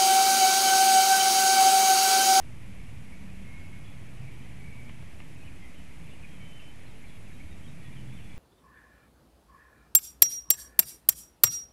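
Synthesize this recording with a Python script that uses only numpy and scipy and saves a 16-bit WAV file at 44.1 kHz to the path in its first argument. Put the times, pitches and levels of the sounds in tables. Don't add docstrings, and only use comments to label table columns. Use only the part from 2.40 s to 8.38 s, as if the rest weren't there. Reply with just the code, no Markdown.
import sys
import numpy as np
from scipy import signal
from scipy.io import wavfile
from scipy.ndimage import uniform_filter1d

SR = 44100
rng = np.random.default_rng(int(sys.argv[2]) if len(sys.argv) > 2 else 0)


def gain_from_db(level_db):
    decades = np.asarray(level_db, float) / 20
    return 10 ** decades


def to_wav(s):
    ch = np.atleast_2d(s).T
    pcm = np.round(np.clip(ch, -1, 1) * 32767)
    wavfile.write(sys.argv[1], SR, pcm.astype(np.int16))


N = 263718


def evened(x):
    return x / np.sqrt(np.mean(x ** 2) + 1e-20)


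def curve(rows):
    t, level = np.transpose(rows)
    return np.interp(np.arange(N) / SR, t, level)


def add(mix, s, sound):
    part = mix[round(s * SR):][:len(sound)]
    part += sound[:len(part)]


def wander(size, rate_hz):
    settle = 8000
    edges = np.array([rate_hz / 4, rate_hz]) / SR * 2
    b, a = signal.butter(1, edges, "band")
    chance = signal.lfilter(b, a, rng.standard_normal(size + settle))[settle:]
    return evened(chance - chance.mean())


def noise(colour, size, patchy_db, frames_wide, bins_wide):
    hz = np.fft.rfftfreq(size, 1 / SR)
    real, imaginary, patches = rng.standard_normal((N * 4 // size + 5, len(hz), 3)).T
    patches = uniform_filter1d(patches, bins_wide, 0)
    patches = evened(uniform_filter1d(patches, frames_wide, 1))
    f, db = np.transpose(colour)
    shape_db = np.interp(np.log(hz + 1), np.log(f + 1), db, -90, db[-1])
    falling_db = db[-1] - 40 * np.log2((hz + 1) / f[-1])
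    shape_db = np.where(hz > f[-1], falling_db, shape_db)
    z = (real + 1j * imaginary) * gain_from_db(shape_db[:, None] + patchy_db * patches)
    return evened(signal.istft(z, nperseg=size, noverlap=size * 3 // 4)[1][:N])


def tone(hz, db, flutter_db, flutter_hz, waver):
    hz = hz * (1 + waver * wander(len(hz), flutter_hz))
    level = np.sqrt(2) * gain_from_db(db + flutter_db * wander(len(hz), flutter_hz))
    return level * np.sin(2 * np.pi * np.cumsum(hz) / SR)


def swept(rows, shape):
    out = np.zeros(N)
    for s, length, hz, db in rows:
        t = np.arange(0, length, 1 / SR)
        note = tone(shape(t, t / length, hz), db, flutter_db=2.2, flutter_hz=70, waver=.013)
        add(out, s, note * signal.windows.tukey(len(t), .35))
    return out


def rumble():
    # t/s, level/dB
    swell = [(0, -2), (.2, 0), (.4, 2.5), (.6, 2), (1.8, 1), (2.5, 1.5), (3.3, -1.5), (3.65, -2.5),
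             (3.95, 2), (4.3, -3.5), (5.15, 0), (5.6, 4.5), (5.98, 0.5)]
    # f/Hz, density level/dB
    deep_colour = [(12, -4), (30, -1), (55, 2), (85, 1.5), (110, -23)]
    middle_colour = [(75, -14), (98, -4.5), (128, -6.5), (155, -7.5), (190, -14.5)]
    upper_colour = [(140, -18.5), (170, 2.5), (200, 0), (270, -2.5), (370, -13), (480, -35)]
    swell_db = curve(swell)

    def layer(colour, db, follows):
        grain = noise(colour, size=8192, patchy_db=2.5, frames_wide=5, bins_wide=3)
        return gain_from_db(db + follows * swell_db) * grain

    deep = layer(deep_colour, db=-51, follows=0.29)
    middle = layer(middle_colour, db=-51.5, follows=1.22)
    upper = layer(upper_colour, db=-55, follows=0.28)
    recede_db_per_s = -0.8
    recede = gain_from_db(recede_db_per_s * (np.arange(N) - N / 2) / SR)
    return deep * recede + middle + upper


def moans():
    # t/s, length/s, f/Hz, level/dB
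    moan_rows = [(0, 0.36, 115, -44.5), (.05, 0.43, 195, -49.5), (.55, 0.34, 82, -49.5),
                 (.75, 0.39, 190, -46.5), (1.4, 0.79, 127, -45.5), (2.05, 0.52, 126, -46),
                 (2.75, 0.39, 132, -50.5), (3.55, 0.13, 165, -48.5), (3.75, 0.362, 185, -53.5),
                 (4.5, 0.65, 100, -52), (5.2, 0.21, 150, -50), (5.4, 0.44, 130, -44),
                 (.45, 0.39, 200, -52.5), (1.15, 0.35, 90, -48), (3.45, 0.31, 62, -48),
                 (5.45, 0.42, 212, -51.5), (2.25, 0.31, 250, -56)]
    sag = 0.036
    out = np.zeros(N)
    for s, length, hz, db in moan_rows:
        u = np.linspace(0, 1, int(length * SR))
        moan = tone(hz * (1 + sag * (.5 - u)), db, flutter_db=3.5, flutter_hz=6.3, waver=0.0313)
        add(out, s, moan * np.sin(np.pi * u))
    return gain_from_db(-3.0) * out


def air():
    # f/Hz, density level/dB
    wash_colour = [(220, -5), (380, 1), (514, -1), (652, -2), (1480, -8.5), (2300, 0.5), (3740, -15.5),
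                   (5000, -26.5), (6500, -27), (11000, -120)]
    # t/s, level/dB
    wash_swell = [(0, -0.5), (1.3, 0.4), (2.4, 0.3), (3.3, 0.26), (4.1, -0.04), (5.1, -0.5), (5.98, 0)]
    wash = noise(wash_colour, size=1024, patchy_db=1.0, frames_wide=10, bins_wide=8)
    return gain_from_db(-56.8 + curve(wash_swell)) * wash


def hiss():
    # f/Hz, density level/dB
    hiss_colour = [(200, -0.8), (4000, -0.79), (8000, -0.43), (11500, -0.72)]
    return gain_from_db(-64) * noise(hiss_colour, size=1024, patchy_db=0.48, frames_wide=4, bins_wide=100)


def chorus(count=260):
    out = np.zeros(N)
    for when, pitch, glide, length, softness in rng.random((count, 5)):
        u = np.linspace(0, 1, int((0.018 + 0.116 * length) * SR))
        hz = (1900 + 1900 * pitch) * (1 + 0.25 * (glide - .5) * u)
        db = -73 - 9 * pitch - 5 * softness
        note = np.sin(2 * np.pi * np.cumsum(hz) / SR) * np.hanning(len(u))
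        add(out, when * N / SR, gain_from_db(db) * note)
    return out


def pips():
    # t/s, length/s, f/Hz, level/dB
    low_singer = [(0.72, .035, 2230, -56), (0.85, .08, 1780, -68), (0.88, 0.034, 2470, -60),
                  (1.87, 0.03, 2260, -55.5), (2.04, .05, 2055, -61), (2.07, .03, 2800, -63),
                  (2.525, .04, 2760, -71), (2.641, .05, 1810, -68), (2.96, .08, 2550, -60),
                  (3.07, 0.021, 2456, -55), (3.215, 0.057, 2070, -59), (3.81, .04, 2850, -66),
                  (3.844, 0.019, 2464, -54), (3.996, 0.048, 2240, -54.5), (4.205, .03, 2720, -62),
                  (5.4, 0.11, 1883, -64), (5.499, 0.11, 2360, -61), (5.873, .1, 2323, -61)]
    high_singer = [(1.43, 0.11, 3380, -65), (2.022, 0.037, 3100, -64), (2.469, 0.065, 3300, -67),
                   (3.0, .03, 4220, -71), (3.218, 0.035, 3220, -65), (3.69, .04, 3490, -66),
                   (3.86, 0.11, 3230, -68), (4.663, 0.09, 3400, -67), (4.73, .056, 3320, -67),
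                   (4.92, 0.045, 3820, -68), (5.1, .05, 3700, -68), (5.274, 0.038, 3745, -64.5),
                   (5.442, .05, 3400, -64), (5.52, .03, 3560, -70), (5.663, 0.066, 3340, -67),
                   (5.721, 0.056, 3520, -66), (5.802, 0.071, 3440, -67), (5.889, 0.054, 3400, -66)]

    def level_pitch(t, u, hz):
        return np.full(len(t), float(hz))

    return swept(low_singer, level_pitch) + swept(high_singer, level_pitch)


def whistles():
    # t/s, length/s, entry f/Hz, held f/Hz, level/dB
    whistle_rows = [
        (1.015, .475, 2085, 2180, -50.5),
        (2.17, .34, 2210, 2270, -56.5),
        (3.93, .4, 3230, 3048, -60),
    ]
    wavers = (.007, .022, .004)
    tires_db_per_s = (-22, -12, -2)
    settle_s, ease_in_s = .055, .08
    out = np.zeros(N)
    for (s, length, entry_hz, held_hz, db), waver, tire in zip(whistle_rows, wavers, tires_db_per_s):
        t = np.arange(0, length, 1 / SR)
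        hz = held_hz + (entry_hz - held_hz) * np.exp(-t / settle_s)
        note = tone(hz, db + tire * t, flutter_db=3.2, flutter_hz=45, waver=waver)
        add(out, s, note * np.minimum(t / ease_in_s, 1) * signal.windows.tukey(len(t), .15))
    return out


def rising_chirps():
    # t/s, length/s, start f/Hz, level/dB
    rises = [
        (1.96, .04, 2300, -63),
        (4.62, .04, 2030, -58),
        (4.992, .036, 2050, -54.5),
    ]
    rise_hz_per_s = 10000
    return swept(rises, lambda t, u, hz: hz + rise_hz_per_s * t)


def twigs():
    # t/s, peak level/dB, ring f/Hz
    ticks = [
        (2.4933, -35.5, 2960),
        (2.4964, -32, 2100),
        (2.8034, -32, 2680),
        (2.8047, -48, 2300),
        (2.806, -35, 2016),
    ]
    out, t = np.zeros(N), np.arange(600) / SR
    for s, db, hz in ticks:
        ring = np.sin(2 * np.pi * hz * t) * gain_from_db(-60 * t / .006)
        push = .7 * np.sin(2 * np.pi * 1050 * t) * gain_from_db(-60 * t / .005)
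        onset = 1 - np.exp(-t / 0.00046)
        add(out, s, gain_from_db(db) * (ring + push) * onset)
    return out


def arched_calls():
    # t/s, length/s, top f/Hz, level/dB
    arches = [
        (3.03, .06, 3020, -60),
        (3.335, .085, 3120, -63),
        (3.7, .065, 2920, -59),
        (5.222, .065, 3330, -63),
    ]
    depth = .17
    return swept(arches, lambda t, u, hz: hz * (1 - depth * abs(2 * u - 1) ** 1.45))


def falling_chirps():
    # t/s, length/s, start f/Hz, level/dB
    falls = [(3.628, 0.06, 3650, -69), (3.668, 0.047, 2800, -62), (3.824, 0.035, 2630, -54),
             (4.192, 0.019, 2900, -53), (4.245, .018, 2880, -62), (4.45, 0.079, 4400, -69),
             (4.66, .05, 4250, -70), (4.862, 0.05, 2720, -58.5), (4.91, .02, 1890, -58),
             (5.554, 0.049, 3390, -60), (5.6, .02, 3150, -65), (5.77, .05, 3240, -61.5)]
    fall_hz_per_s = 12500
    return swept(falls, lambda t, u, hz: hz - fall_hz_per_s * t)


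def forest(x, t60):
    at = np.arange(120, SR, 20)
    taps = np.zeros(SR + 20)
    signs = rng.choice([-1., 1.], len(at))
    taps[at + rng.integers(0, 20, len(at))] = signs * gain_from_db(-60 * at / SR / t60)
    return signal.fftconvolve(x, taps / np.linalg.norm(taps))[:N]


def scene():
    floor = rumble() + moans() + air() + hiss()
    birds = pips() + whistles() + rising_chirps() + arched_calls() + falling_chirps()
    song, wood = chorus() + birds, twigs()
    leaves = gain_from_db(-7) * forest(song, t60=.12)
    trunks = gain_from_db(-11) * forest(song, t60=.7)
    wood_echo = gain_from_db(-4.5) * forest(wood, t60=0.19)
    return (gain_from_db(-2.5) * (song + leaves) + wood + trunks + wood_echo + floor)[None]


def treble_gaps(x, above_hz=3900, share=.012):
    hz, t, z = signal.stft(x, SR, nperseg=1024, noverlap=768)
    chance = uniform_filter1d(rng.standard_normal(z.shape), size=5, axis=1)
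    chance = uniform_filter1d(chance, size=15, axis=2)
    empty = (chance > np.quantile(chance, 1 - share)) & (hz[:, None] > above_hz)
    gain = np.where(empty, gain_from_db(-22), 1)
    return signal.istft(z * gain, SR, nperseg=1024, noverlap=768)[1][:, :N]


def band_limit(x):
    lowpass = signal.firwin(1023, 12160, window=("kaiser", 9), fs=SR)
    return signal.oaconvolve(x, lowpass[None], "same")


def stream_faults(x):
    skip_s, lost_s = 2.69556, .0011
    break_from_s, break_to_s = 2.62757, 2.63147
    at, lost = round(skip_s * SR), round(lost_s * SR)
    mirrored_end = x[:, -lost:][:, ::-1]
    x = np.concatenate([x[:, :at], x[:, at + lost:], mirrored_end], 1)
    on = np.ones(N)
    on[round(break_from_s * SR):round(break_to_s * SR)] = 0
    return x * uniform_filter1d(on, size=2)


def top_cut(x):
    return signal.sosfilt(signal.butter(12, 16000, fs=SR, output="sos"), x)


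def record(dry):
    offset = 0.013
    x = band_limit(treble_gaps(dry)) + offset
    return top_cut(stream_faults(x))


dry = scene()
out = record(dry)
to_wav(out)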